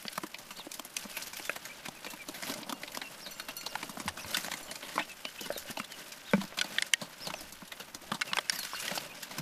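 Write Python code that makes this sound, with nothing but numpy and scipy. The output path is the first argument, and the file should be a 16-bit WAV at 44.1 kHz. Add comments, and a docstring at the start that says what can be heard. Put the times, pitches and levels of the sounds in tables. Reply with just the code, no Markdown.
"""Chicks feeding in a plastic tub

Tiny chicks peck and patter on corrugated cardboard strewn with feed, close up and nearly mono.
Feet thump the hollow card and scuff the grain, beaks tap and snap on seed, a steel dish rings now
and then, and blunt bumps sound the tub wall. The chicks peep and whistle very softly, over room
hiss and a low rumble that swells now and then with handling noise."""
import sys
import numpy as np
from scipy import signal
from scipy.fft import rfft, irfft, next_fast_len
from scipy.io import wavfile
from scipy.ndimage import uniform_filter1d, map_coordinates

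SR = 44100
rng = np.random.default_rng(int(sys.argv[2]) if len(sys.argv) > 2 else 0)


def store_wav(level_fs):
    """Save 16-bit WAV to argv[1]."""
    pcm = np.round(np.clip(np.atleast_2d(level_fs), -1, 1) * 32767)
    wavfile.write(sys.argv[1], SR, pcm.T.astype(np.int16))


N = 414981
AGE = np.arange(5120) / SR  # seconds into one short hit
LEAD_S = .004  # a claw or beak brushes the feed this long before it lands

# Tone of the room's rumble and hiss. Each row: frequency in Hz, relative level in dB.
RUMBLE_EQ = [(15, 16), (42, -9), (60, 8), (86, 1.5), (120, -4), (200, -21), (500, -33)]
HISS_EQ = [(150, -9), (250, 7.5), (450, 4.5), (620, 3), (900, 7.5), (1500, 2), (2800, -0.5), (5000, -21),
           (9000, -20), (15000, -9)]
# Tone of scuffed card, husks and fine grit. Each row: frequency in Hz, relative level in dB.
CARD_RUB_EQ = [(76, -38), (130, -1.5), (204, 2), (464, -6.5), (601, 3.5), (709, -5), (876, -2.5),
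               (1300, -8), (1690, -53), (2860, -120)]
HUSK_EQ = [(710, -49), (1200, 0.5), (1300, -2), (1530, 5), (1700, 0.5), (2450, -1.5), (2890, 0), (6200, -8),
           (8060, -11.5), (13600, -120)]
GRIT_EQ = [(3500, -5), (5000, 3), (6200, 1), (8000, 0.5), (9700, 1.5), (11900, 2), (14000, -2), (15200, -9)]
# Fader rides for the rumble, the card rub, the stirred feed, and the grit on top of the feed's ride.
# Each row: time in seconds, gain in dB.
RUMBLE_RIDE = [(0, -71), (1.25, -68), (2.9, -66), (3.9, -64), (4.1, -63), (4.45, -62), (5.3, -69),
               (5.53, -57), (5.9, -72), (6.25, -69), (6.36, -53), (6.6, -67), (7.05, -71), (7.35, -57),
               (7.8, -69), (8.08, -63), (8.25, -70), (9.41, -69)]
CARD_RUB_RIDE = [(0, -58), (2.3, -56.5), (2.5, -47.5), (3.35, -57), (3.8, -52), (4.4, -49.5), (4.9, -52),
                 (5.15, -60.5), (5.55, -56), (5.85, -56), (6.5, -58), (6.75, -47.5), (7.03, -60),
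                 (7.35, -50.5), (7.55, -64), (8.2, -51), (8.75, -60), (8.9, -46), (9.22, -54.5),
                 (9.41, -45.5)]
STIR_RIDE = [(0, -50.5), (.15, -53), (.42, -56.5), (.65, -52.5), (.85, -56), (1.0, -49), (1.5, -51),
             (1.8, -52), (2.33, -53.5), (2.47, -44.5), (2.64, -54.5), (3.0, -52), (3.4, -53), (3.58, -54),
             (3.8, -49.5), (4.12, -53), (4.4, -43), (4.62, -53), (4.95, -46.5), (5.08, -55.5),
             (5.33, -51.5), (5.47, -49), (5.82, -51), (6.08, -50.5), (6.26, -51), (6.4, -45.5),
             (6.52, -54.5), (6.76, -43.5), (6.97, -54), (7.1, -52), (7.33, -48.5), (7.6, -56),
             (8.05, -53.5), (8.28, -49.5), (8.5, -48.5), (8.65, -45), (8.9, -40.5), (9.12, -50),
             (9.28, -47.5), (9.41, -46.5)]
GRIT_RIDE = [(0, -1), (1.5, -0.5), (1.8, -6), (2.42, -1), (2.75, -2.5), (4.4, -1.5), (4.9, -2.5),
             (7.0, -6.5), (7.5, -4), (8.7, -3.5), (9.41, -7)]

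# Broad resonances of the hollow under the card, its skin, a beak on card and seed, feed dust under
# claws, and cracking seed. Each row: centre in Hz, width in Hz, relative level in dB.
HOLLOW_MODES = [(194, 40, 2.5), (298, 50, -2.5)]
CARD_MODES = [(626, 94, -0.096), (794, 180, -1.8), (975, 410, 0.86)]
BEAK_MODES = [(1597, 470, -4), (2190, 290, -0.5), (2770, 1400, -7), (4300, 1030, -7.5)]
GRIT_MODES = [(5570, 6600, -0.5), (10730, 2030, -2.5), (11620, 2000, 0)]
CRACK_MODES = [(6140, 2700, 1), (9540, 3100, -1)]
# Firm blows on the card. Each row: start in seconds, thump pitch in Hz and gain in dB, knock pitch in
# Hz and gain in dB, click pitch in Hz and gain in dB, crunch gain in dB, contact time in seconds.
KNOCK_CUES = [(0.052, 200.0, -42, 640.0, -44.5, 1700, -45, -64.0, 0.002),
              (0.1778, 189, -42, 1090, -31.5, 1640.0, -43, -38, 0.0032),
              (0.2344, 280.0, -36, 1020.0, -39.5, 1680.0, -43, -46.5, 0.0064),
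              (0.668, 307, -40.5, 590, -43, 1640.0, -68, -64.5, 0.001),
              (0.7955, 292, -46, 1010, -41, 3240, -42.5, -40.5, 0.0024),
              (1.396, 307, -47.5, 867, -45.5, 2370, -43, -53.5, 0.0027),
              (1.5614, 182, -52.5, 604, -42.5, 1640.0, -41.0, -42.5, 0.0058),
              (1.8847, 207, -42, 790.0, -42, 4000, -45, -43, 0.0037),
              (2.2867, 275, -39.5, 1150, -45, 3880, -43, -40.5, 0.0045),
              (2.497, 275, -36.0, 1040.0, -41, 3850.0, -41, -41, 0.0052),
              (2.6947, 247, -41, 960.0, -38.5, 3590.0, -43, -39, 0.0093),
              (2.725, 275, -37, 1080, -35.5, 3760, -46, -39, 0.0032),
              (2.8337, 292, -48, 820.0, -45, 1980, -38.0, -53, 0.0046),
              (2.9727, 250.0, -43, 1050, -37.5, 3600.0, -44.5, -38, 0.0023),
              (3.016, 300.0, -48.5, 830.0, -44.5, 1900, -36.5, -51.5, 0.0066),
              (3.663, 433, -47, 930, -40.5, 4120.0, -35, -41, 0.0056),
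              (3.829, 318, -42.5, 930, -39.5, 2250.0, -37.5, -46, 0.0041),
              (3.9717, 210.0, -42.0, 880.0, -40, 1640.0, -58, -53.0, 0.0043),
              (4.483, 340.0, -60.0, 670, -40.0, 1560, -42.5, -56, 0.0024),
              (5.252, 260.0, -46.0, 950, -41.5, 2470, -34.5, -55, 0.0029),
              (5.6983, 204, -40.5, 830.0, -47, 2940.0, -53.5, -60, 0.0046),
              (5.7717, 253, -44.0, 770.0, -36, 3060.0, -39.5, -51, 0.004),
              (5.799, 208, -39, 1130, -36.0, 2370, -37.5, -47, 0.003),
              (7.015, 205, -38.5, 1100, -38.5, 4260, -41.5, -42, 0.019),
              (7.27, 202, -42, 637, -37, 4300, -39.5, -39.5, 0.0059),
              (7.339, 310.0, -51.5, 643, -37.5, 2700, -37, -51, 0.0022),
              (8.1167, 219, -34, 1100.0, -30, 3600, -37.5, -43.5, 0.0054),
              (8.976, 322, -48.0, 620, -34.5, 4270.0, -43, -48, 0.0027)]
# Hard beak strikes. 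Each row: start in seconds, gain in dB, low and high edge of the clack in Hz,
# crack offset in dB, ring pitch in Hz, ring offset in dB, contact time in seconds.
SNAP_CUES = [(0.081, -34.5, 1570, 5130, -26, 2060, -10, 0.002),
             (0.966, -32.5, 2180, 6950, -3, 2500, -7.5, 0.0033),
             (1.495, -28.5, 1320, 2820, -18, 1630, -6, 0.00036),
             (3.754, -33, 740, 3030, -17, 870, -7, 0.0018), (4.079, -33, 550, 4470, -26, 1660, -7, 0.00089),
             (4.084, -33.5, 900, 5460, -6.5, 1120, -14, 0.0051),
             (4.3445, -27.5, 1380, 4400, -12.5, 1476, -4, 0.0032),
             (6.5875, -29.5, 1870, 5030, -14, 3050, -14, 0.0042),
             (6.612, -27, 1260, 4620, -8.5, 1474, -2, 0.0037),
             (6.784, -25, 1660, 4180, -24, 1850, -11, 0.0012),
             (6.823, -28, 1690, 5100, -5, 1760, -17, .001),
             (6.9361, -21, 1760, 4600, -5.5, 1880, -7.5, 0.00086),
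             (8.212, -36, 1150, 4200, -7, 1210, -3, 0.0011),
             (8.2156, -27, 1190, 3940, -13, 2150, -6, 0.0038),
             (8.333, -28, 950, 4600, -22, 1120, -9, 0.00075),
             (8.37, -29.5, 587, 3080, -9, 1550, -6, 0.00088),
             (8.386, -26.5, 533, 3860, -17, 600, -11, 0.0013),
             (8.497, -24, 1590, 6860, -9, 4630, -9.5, 0.00073),
             (8.88, -34.5, 1700, 4930, -16, 1944, -1, .002),
             (8.979, -35, 1790, 6000, -13, 4500, -6, 0.00064)]
# What rings under a hard strike. Each row: pitch in Hz, relative level in dB, 60 dB decay in seconds.
CLACK_MODES = [(630, -3.5, 0.025), (990, 1.5, .014), (1572, -4, 0.025), (1818, -0.5, 0.013),
               (2173, -0.5, 0.016), (3005, 4.5, 0.0073), (3440, 1.5, 0.0092), (4100, 1.5, 0.011),
               (4670, 4, 0.011), (5420, 1, 0.0049)]
# Light touches on the card. Each row: start in seconds, gain in dB, weight in dB (a foot above 0,
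# a beak or claw tip below), crunch offset in dB, contact time in seconds.
TAP_CUES = [(.345, -44.5, -11.5, -14, 0.0013), (0.5073, -44.5, -1.5, -6.5, 0.012),
            (.717, -54, -7, 10, .0015), (.74, -56.5, -11, 13, .0095), (.85, -53.5, 5, 6.5, .0022),
            (1.04, -53, 2, 1, .006), (1.051, -51.5, 15, -12, .0023), (1.1685, -41, -7, -22, .012),
            (1.2232, -51.5, -9, 8.5, .005), (1.3319, -47, -4, 0.5, .0083), (1.368, -51.5, -17, 7, .0055),
            (1.452, -56.5, -10, 12, .014), (1.654, -51.5, -13, -1, 0.01), (1.859, -44.5, -6.5, -8, .0058),
            (2.0462, -45, -3, -7, .0054), (2.0647, -42.5, -1.5, -10, .0053), (2.103, -49.5, -9, 3, 0.012),
            (2.136, -47, 5, -6, 0.0033), (2.343, -45, -7, -2, 0.022), (2.425, -44, -0.5, -2, .0022),
            (2.434, -42.5, -5, -13, 0.0029), (2.476, -50, -12, -9, .0033), (2.521, -43, -2, -7, 0.0018),
            (2.616, -58, 18, -14, .0026), (2.631, -47.5, -9, -17, .004), (2.877, -47.5, -9, -7, 0.0064),
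            (2.948, -44.5, -9, -3, 0.0057), (3.262, -42, -4.5, -14, 0.015), (3.398, -43.5, -9, -4, .003),
            (3.486, -41, -2.5, -6, 0.0087), (3.567, -60, -5, 13, .004), (3.8945, -48, 9.5, 1, 0.0085),
            (4.0, -45, 7, 0.5, 0.0071), (4.174, -47, 2, -4, 0.0048), (4.308, -56, -4, 6, .0015),
            (4.37, -36, -7, .5, 0.0036), (4.445, -43, -5, -5, 0.0046), (4.463, -48, 0, 0, .0015),
            (4.517, -38, -6, -5, 0.0045), (4.539, -40, -4.5, -6, 0.00099), (4.7132, -43, -3, -1.5, .004),
            (4.756, -50, -11, 3, .0037), (4.827, -42.5, -5, -25, .041), (4.958, -40.5, 3, -7, 0.0046),
            (4.992, -32.5, -3.5, -17, .0091), (5.4105, -51, 12.5, 8, 0.0036), (5.46, -42.5, 0.5, -6, .0095),
            (5.577, -51.5, -11, 11.5, .015), (5.846, -52.5, -16, 0, .0018), (5.921, -51, -13, 0, .0011),
            (6.415, -41, 1, -9.5, 0.0031), (6.439, -53, 16, -15, .0046), (6.573, -41.5, 1, -4, 0.0087),
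            (6.644, -42.5, 1, -7, .0029), (7.304, -42, -1, -9, 0.0017), (7.4066, -49.5, 4, 2, 0.014),
            (7.524, -59.5, 9, 12, .0055), (7.619, -54, 15.5, -15, 0.0048), (7.72, -44.5, -9, -7, 0.0036),
            (7.7996, -44, -3.5, -5, 0.008), (7.9477, -52, 9, 9, 0.0021), (8.145, -40.5, 2.5, -6, 0.0096),
            (8.317, -47.5, 8, -22, 0.0048), (8.523, -41.5, -4, -.5, 0.022), (8.558, -44.5, -8, 0, .006),
            (8.6312, -44.5, -10, -1.5, .0018), (8.651, -45, -6, -1, .0008), (8.853, -46, -4, -1, .0037),
            (8.912, -38, 3, -21, .0058), (8.954, -43.5, -5, 5, 0.013), (9.31, -44.5, -2, -8, 0.013),
            (9.383, -52, 20, -10.5, .015)]
# Lift of the hollow's lower mode as the touched spot changes. Each row: time in seconds, gain in dB.
DEPTH_RIDE = [(0, -1), (1.9, 1), (2.15, -7), (3.2, -8), (3.9, -1.5), (9.41, 6.5)]
# Beaks and feet on the dish. Each row: start in seconds, gain in dB, most excited frequency in Hz,
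# roll-off away from it in dB per octave.
DISH_CUES = [(0.511, -54, 7800, 6), (2.74, -55, 2800, 10), (3.309, -47.5, 7300, 3), (3.388, -45, 3400, 11),
             (3.487, -46, 2200, 12), (3.567, -42.5, 7000, 1.5), (4.629, -52.5, 7800, 7),
             (8.749, -40, 2600, 14)]
# The dish's partials. Each row: pitch in Hz, relative level in dB, 60 dB decay in seconds.
STEEL_MODES = [(1385, -16, 2.5), (2130, -21, .8), (2804, -8, 1.4), (4344, -1, 0.2), (5930, -2, 0.14),
               (7310, -6.5, 0.3), (8600, -13, 0.15), (10450, -3, 0.091), (11900, -1, 0.065),
               (13700, -4, 0.09)]
# Arched whistles. Each row: start and length in seconds, top and end pitch in Hz, gain in dB.
WHISTLE_CUES = [(0.557, 0.066, 4560, 3160, -49), (1.438, 0.043, 3640, 3410, -49),
                (3.205, 0.068, 5540, 3680, -50.5), (3.664, 0.07, 5730, 3900, -53),
                (4.199, 0.056, 6000, 3930, -51), (5.525, 0.053, 4200, 3580, -48),
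                (6.246, 0.084, 3880, 3180, -51.5), (7.203, 0.078, 5400, 4100, -45),
                (7.335, 0.08, 6140, 4800, -53), (8.528, .06, 5530, 4400, -49),
                (8.71, 0.061, 5470, 4170, -48.5)]
# A whistle's pitch bend. Each row: share of the length, share of the way from end pitch to top pitch.
WHISTLE_BEND = [(0, 0), (.15, .65), (.3, 1), (.45, 0.97), (.7, 0.41), (1, 0)]
# Contented peeps. Each row: start and length in seconds, pitch in Hz, closing upward flick as a share
# of the pitch, gain in dB.
PEEP_CUES = [(.563, 0.071, 2830, 0, -57), (1.132, 0.052, 2460, 0.11, -48), (1.693, 0.033, 2280, 0.21, -47),
             (1.946, 0.035, 2550, 0, -53), (2.068, 0.039, 2680, 0.042, -52),
             (2.187, 0.044, 2364, 0.013, -47.5), (3.023, 0.064, 2740, 0.076, -47.5),
             (3.484, 0.031, 2660, 0.38, -46), (4.18, 0.028, 2480, 0.17, -43), (4.677, 0.032, 2990, 0, -49),
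             (5.005, 0.027, 2530, 0.33, -40), (5.094, 0.032, 2630, 0, -44.5),
             (5.238, 0.056, 2930, 0.17, -47), (5.382, 0.018, 2560, 0.6, -41.5),
             (5.414, 0.054, 2980, 0.016, -47), (5.677, 0.021, 2760, 0.34, -48.5),
             (5.773, 0.049, 2840, 0, -47), (5.897, 0.064, 3040, 0.025, -50.5),
             (6.653, 0.043, 2400, 0.15, -52), (8.263, 0.06, 2690, 0, -46.5),
             (8.434, .028, 2600, 0.028, -52), (8.578, 0.046, 4300, 0, -44), (9.092, 0.041, 2420, .3, -49.5)]
# Hollow bumps on the tub. Each row: start in seconds, level in dB, pitch in Hz, 60 dB decay in seconds,
# knock offset in dB.
BUMP_CUES = [(0.596, -47, 960, 0.011, -10), (1.495, -37.5, 603, 0.02, -17), (4.056, -37, 194, 0.056, -22),
             (4.066, -41, 85.5, 0.14, -21), (4.245, -44, 88, 0.058, 0.5), (4.9794, -30.5, 1040, 0.037, 0),
             (5.503, -31.5, 594, 0.03, -23), (5.505, -40.5, 1620, 0.012, -22),
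             (5.563, -39, 560, 0.017, -11), (5.655, -49, 567, 0.039, -22), (6.3345, -28, 554, 0.025, 1.5),
             (6.337, -18.5, 199, 0.098, -14), (6.379, -27, 199, 0.15, -20), (6.524, -50, 580, 0.028, 4.5),
             (8.734, -38.5, 1070, 0.022, -11), (8.746, -41, 1500, 0.015, -16), (9.387, -33, 152, 0.15, -18)]


def amp(db):
    """Decibels to gain."""
    return 10 ** (np.asarray(db) / 20)


def unit(x):
    """Scale to rms 1."""
    return x / np.sqrt(np.mean(x ** 2) + 1e-20)


def burst(x):
    """Scale to the energy of 10 ms at rms 1."""
    return x * np.sqrt(SR / 100 / (np.sum(x ** 2) + 1e-20))


def fade(t60):
    """A decay of 60 dB in t60 seconds."""
    return np.exp(-np.log(1000) * AGE / max(t60, 1e-4))


def add(track, start, x):
    """Mix x into the track at start seconds."""
    i = int(np.clip(round(start * SR), 0, N - 1))
    track[i:i + len(x)] += x[:N - i]


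def ride(points):
    """A fader move: one value per sample from (seconds, value) points."""
    return np.interp(np.arange(N) / SR, *np.transpose(points))


def wobble(rate):
    """A smooth random curve, rate knots a second."""
    return map_coordinates(rng.standard_normal(int(N * rate / SR) + 4), [np.arange(N) * rate / SR])


def filtered(x, response):
    """Filter x by a gain given as a function of Hz."""
    size = next_fast_len(N + 8192)
    return irfft(rfft(x, size) * response(np.fft.rfftfreq(size, 1 / SR)), size)[..., :N]


def equalised(x, eq):
    """Shape x with an EQ of (Hz, dB) points, at rms 1."""
    f, db = np.transpose(eq)
    return unit(filtered(x, lambda hz: amp(np.interp(np.log(hz + 1), np.log(f), db))))


def band(x, low_hz, high_hz):
    """Band-pass with no ringing ahead of the attack."""
    edges = [low_hz, np.clip(high_hz, 1.2 * low_hz, SR / 2 - 1)]
    return signal.sosfilt(signal.butter(3, edges, "bandpass", fs=SR, output="sos"), x)


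def smear(x, t60):
    """A diffuse copy of x, spread over a short tail of decaying noise."""
    tail = rng.standard_normal(len(AGE)) * fade(t60) * (AGE > .002)
    return signal.fftconvolve(x, tail / np.linalg.norm(tail))[:N]


def room_tone():
    """Steady hiss over a low rumble that swells now and then with handling noise."""
    rumble = amp(ride(RUMBLE_RIDE) + 1.7 * wobble(4.1)) * equalised(rng.standard_normal(N), RUMBLE_EQ)
    hiss = amp(-59.5) * equalised(rng.standard_normal(N), HISS_EQ)
    return rumble + hiss


def seed_ticks(per_s, low_hz, high_hz, size_db):
    """Seeds and husks jostle: each gives a dry tick of about one cycle."""
    when, pitch, rarity = np.hsplit(rng.random((int(per_s * N / SR), 3)), 3)
    hz = low_hz * (high_hz / low_hz) ** pitch
    size = amp(-size_db * np.log(np.maximum(rarity, .03)))
    samples = np.arange(200)
    cycles = samples / SR * hz
    ticks = size * cycles * np.exp(-2 * cycles) * np.sin(2 * np.pi * cycles)
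    at = (when * N).astype(int) + samples
    return unit(np.bincount(at.ravel(), ticks.ravel(), N)[:N])


def feed_patches(x, depth_db):
    """Each clump of feed has its own colour: random gain patches in time and frequency."""
    spectrum = signal.stft(x, nperseg=128)[2]
    patches = uniform_filter1d(rng.standard_normal(spectrum.shape), size=5, axis=0)
    patches = uniform_filter1d(patches, size=5, axis=1)
    return unit(signal.istft(spectrum * amp(depth_db * unit(patches)), nperseg=128)[1][:N])


def scuffing():
    """Many feet rub the card and stir the feed: clumps of tiny grains over a soft hiss."""
    stir_db = ride(STIR_RIDE)
    clumps_db = 1.87 * wobble(35) + 1.5 * wobble(190)

    def rub(eq, grains):
        """Friction noise and grains, pulsing with the shared clumps and a flutter of their own."""
        return equalised((rng.standard_normal(N) + grains) * amp(clumps_db + 1.67 * wobble(110)), eq)

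    card = amp(ride(CARD_RUB_RIDE) - 1.2) * rub(CARD_RUB_EQ, grains=0)
    husk_ticks = 0.25 * seed_ticks(per_s=260, low_hz=1980, high_hz=6700, size_db=3)
    husks = amp(stir_db - 1.5) * rub(HUSK_EQ, husk_ticks)
    grit_ticks = 0.5 * seed_ticks(per_s=380, low_hz=3750, high_hz=15200, size_db=3)
    grit = amp(stir_db + ride(GRIT_RIDE)) * feed_patches(rub(GRIT_EQ, grit_ticks), depth_db=2.4)
    return card + husks + grit


def contact(length, strike, lumps_db, brush_db):
    """The force of one touch: a light brush, the strike, then grains slipping in uneven clumps."""
    t = AGE - LEAD_S
    knots = rng.standard_normal(256)
    clumps = amp(lumps_db * np.interp(np.arange(len(AGE)) / 72, np.arange(256), knots))
    press = np.exp(-np.abs(t) / (1.2 * length)) * (t > 0)
    brush = amp(brush_db) * np.exp(-np.abs(t) / .003)
    slip = rng.standard_normal(len(AGE)) * clumps * (press + brush)
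    force = slip / np.linalg.norm(slip)
    force[int(LEAD_S * SR) + 8] += strike * np.exp(-length / 0.0018)  # shorter touch, harder attack
    return force


def resonate(force, modes, spread, skirt):
    """A force rings broad modes that shift with the spot struck; a smaller skirt trims their flanks."""
    f = np.fft.rfftfreq(len(AGE), 1 / SR)
    body = 0
    for k, (hz, width, db) in enumerate(modes):
        shift, gain = rng.standard_normal(2)
        hz = hz * np.exp(spread * shift)
        peak = lambda w: 1j * f * w / (hz * hz - f * f + 1j * f * w)
        body = body + (-1) ** k * amp(db + 2 * gain) * peak(width) * peak(skirt * hz)
    return burst(irfft(rfft(force) * body))


def card_knocks():
    """A firm blow rings the hollow, the card's skin and the beak or claw, and crunches feed."""
    out = np.zeros(N)
    for cue in KNOCK_CUES:
        start, thump_hz, thump_db, knock_hz, knock_db, click_hz, click_db, crunch_db, length = cue
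        force = contact(length, strike=3.5, lumps_db=3.5, brush_db=-14.5)
        slip = contact(length, strike=0.41, lumps_db=1.5, brush_db=-10)
        thump = resonate(force, [(thump_hz, 63, 0)], spread=0.012, skirt=0.9)
        knock = resonate(force, [(knock_hz, 260, 8)] + CARD_MODES[:1], spread=0.025, skirt=1.0)
        click = resonate(slip, [(click_hz, 580, 4)] + BEAK_MODES[2:], spread=0.023, skirt=1.0)
        crunch = resonate(slip, GRIT_MODES, spread=0.076, skirt=1.0)
        body = amp(thump_db) * thump + amp(knock_db) * knock
        bite = amp(click_db) * click + amp(crunch_db - 1) * crunch
        add(out, start - LEAD_S, body + bite)
    return out


def beak_snaps():
    """A hard strike on seed: a crack, a dry clack coloured by the spot, and a ring that outlasts them."""
    out = np.zeros(N)
    for start, db, low_hz, high_hz, crack_db, ring_hz, ring_db, length in SNAP_CUES:
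        force = contact(max(length, .0005), strike=1.3, lumps_db=4, brush_db=-27)
        modes = 0
        for hz, level, t60 in CLACK_MODES:
            gain, shift = rng.standard_normal(2)
            tone = np.sin(2 * np.pi * hz * (1 + 0.023 * shift) * AGE)
            modes += amp(level + 2 * gain) * tone * fade(t60)
        dense_modes = rng.standard_normal(len(AGE)) * fade(0.015)  # the many weaker ones in between
        body = band(burst(modes) + amp(4) * burst(dense_modes), low_hz, high_hz)
        clack = burst(signal.fftconvolve(force, body)[:len(AGE)])
        crack = amp(crack_db) * resonate(force, CRACK_MODES, spread=0.022, skirt=0.66)
        card = amp(-18) * resonate(force, CARD_MODES, spread=0.072, skirt=1.4)
        ring = np.sin(2 * np.pi * ring_hz * AGE) * fade(t60=0.039) * (1 - fade(7 * length))
        add(out, start - LEAD_S, amp(db) * (clack + crack + card))
        add(out, start, amp(db + ring_db - 1) * burst(ring))
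    return out


def faint_tap_cues(per_s):
    """The flock's faint touches as tap cues: randomly timed, stronger while the feed is stirred."""
    count = int(per_s * N / SR)
    starts = rng.random(count) * N / SR
    levels = np.interp(starts, *np.transpose(STIR_RIDE)) - 6.5
    weight_db, crunch_db, contact_s = -10.5, 5, 0.005
    return [(start, db + 4.5 * size, weight_db + 2 * heft, crunch_db, contact_s)
            for start, db, (size, heft) in zip(starts, levels, rng.standard_normal((count, 2)))]


def card_taps():
    """A light touch thumps, knocks, clicks and crunches; more weight means more thump, less click."""
    out = np.zeros(N)
    (low_hz, low_width, low_db), upper_mode = HOLLOW_MODES
    for start, db, weight_db, crunch_db, length in TAP_CUES + faint_tap_cues(per_s=4):
        force = contact(length, strike=0.64, lumps_db=4, brush_db=-0.5)
        slip = contact(length, strike=0.14, lumps_db=2, brush_db=-9.5)
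        depth_db = np.interp(start, *np.transpose(DEPTH_RIDE))
        hollow = [(low_hz, low_width, low_db + depth_db), upper_mode]
        thump = amp(-4 + 0.95 * weight_db) * resonate(force, hollow, spread=0.03, skirt=1.6)
        knock = amp(-0.15 + 0.43 * weight_db) * resonate(force, CARD_MODES, spread=0.11, skirt=1.0)
        click = amp(-0.28 - 0.49 * weight_db) * resonate(force, BEAK_MODES, spread=0.12, skirt=0.39)
        crunch = amp(crunch_db + 3.1) * resonate(slip, GRIT_MODES, spread=0.04, skirt=0.88)
        add(out, start - LEAD_S, amp(db) * (knock + click + crunch))
        add(out, start - LEAD_S + .001, amp(db) * thump)
    return out


def steel_dish():
    """The dish rings thinly in beating pairs of modes; each touch favours its own range of them."""
    out, t = np.zeros(N), np.arange(SR) / SR
    for start, db, centre_hz, rolloff_db in DISH_CUES:
        scatter = rng.standard_normal((len(STEEL_MODES), 3))
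        for (hz, level, t60), (gain, split, phase) in zip(STEEL_MODES, scatter):
            twin_hz = hz * (1 + 0.0055 * split)
            pair = np.sin(2 * np.pi * hz * t) + 1.34 * np.sin(2 * np.pi * twin_hz * t + np.pi * phase)
            off_centre_db = rolloff_db * abs(np.log2(hz / centre_hz))
            envelope = amp(db + level + 2 * gain - off_centre_db) * np.exp(-np.log(1000) * t / t60)
            chatter = amp(2 * wobble(110)[:len(t)])  # loose feed on the steel
            add(out, start, envelope * pair * chatter)
    return out


def chirp(hz, waver, overtone_db, late):
    """A thin, slightly husky note on a pitch path; late > 1 moves its swell towards the end."""
    progress = np.linspace(0, 1, len(hz))
    jitter, shimmer = (np.interp(progress, np.linspace(0, 1, 60), knots)
                       for knots in rng.standard_normal((2, 60)))
    phase = 2 * np.pi * np.cumsum(hz * (1 + waver * jitter)) / SR
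    envelope = np.abs(np.sin(np.pi * progress ** late)) ** 0.3 * amp(3 * shimmer)
    return unit((np.sin(phase) + amp(overtone_db) * np.sin(2 * phase)) * envelope)


def chick_calls():
    """Whistles arch up and sink; peeps sag gently, and some flick upward as they end."""
    out = np.zeros(N)
    for start, length, top_hz, end_hz, db in WHISTLE_CUES:
        progress = np.linspace(0, 1, int(length * SR))
        pitch = end_hz + (top_hz - end_hz) * np.interp(progress, *np.transpose(WHISTLE_BEND))
        add(out, start, amp(db - 1.5) * chirp(pitch, waver=0.016, overtone_db=-34, late=1.2))
    sag_per_s = 2.38  # as a share of the pitch
    for start, length, hz, flick, db in PEEP_CUES:
        progress = np.linspace(0, 1, int(length * SR))
        pitch = hz * (1 - sag_per_s * length * (progress - .5) + flick * progress ** 4)
        add(out, start, amp(db - 3) * chirp(pitch, waver=0.019, overtone_db=-25, late=1.5))
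    return out


def tub_bumps():
    """Blunt touches push the wall of the tub and sound mainly one of its modes."""
    out = np.zeros(N)
    low_cut_hz = 148  # the wall radiates little below this
    for start, db, hz, t60, knock_db in BUMP_CUES:
        mode = np.sin(2 * np.pi * hz * AGE) * fade(t60)
        boom = burst(band(mode, min(low_cut_hz, 0.93 * hz), 3 * hz))
        force = contact(0.00093, strike=2.5, lumps_db=-22, brush_db=-52)
        knock = resonate(force, CARD_MODES + BEAK_MODES[:2], spread=0.12, skirt=3.5)
        add(out, start, amp(db) * boom)
        add(out, start - LEAD_S, amp(db + knock_db) * knock)
    return out


def scene():
    """Everything sits in the centre; a very faint, smeared copy of the mix adds a trace of width."""
    send = card_taps() + tub_bumps() + steel_dish() + chick_calls()
    room = room_tone()
    reverb = amp(-6.5) * smear(send, t60=0.056)  # the short answer of the tub's near walls
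    mid = send + reverb + card_knocks() + beak_snaps() + scuffing() + room
    side = amp(-42) * smear(mid, t60=0.002)
    return np.array([mid + side, mid - side])


def record(dry):
    """A very steep high cut takes the top off the mix."""
    high_cut_hz = 15150
    return filtered(dry, lambda hz: 1 / np.sqrt(1 + (hz / high_cut_hz) ** 160))


dry = scene()
out = record(dry)
store_wav(out)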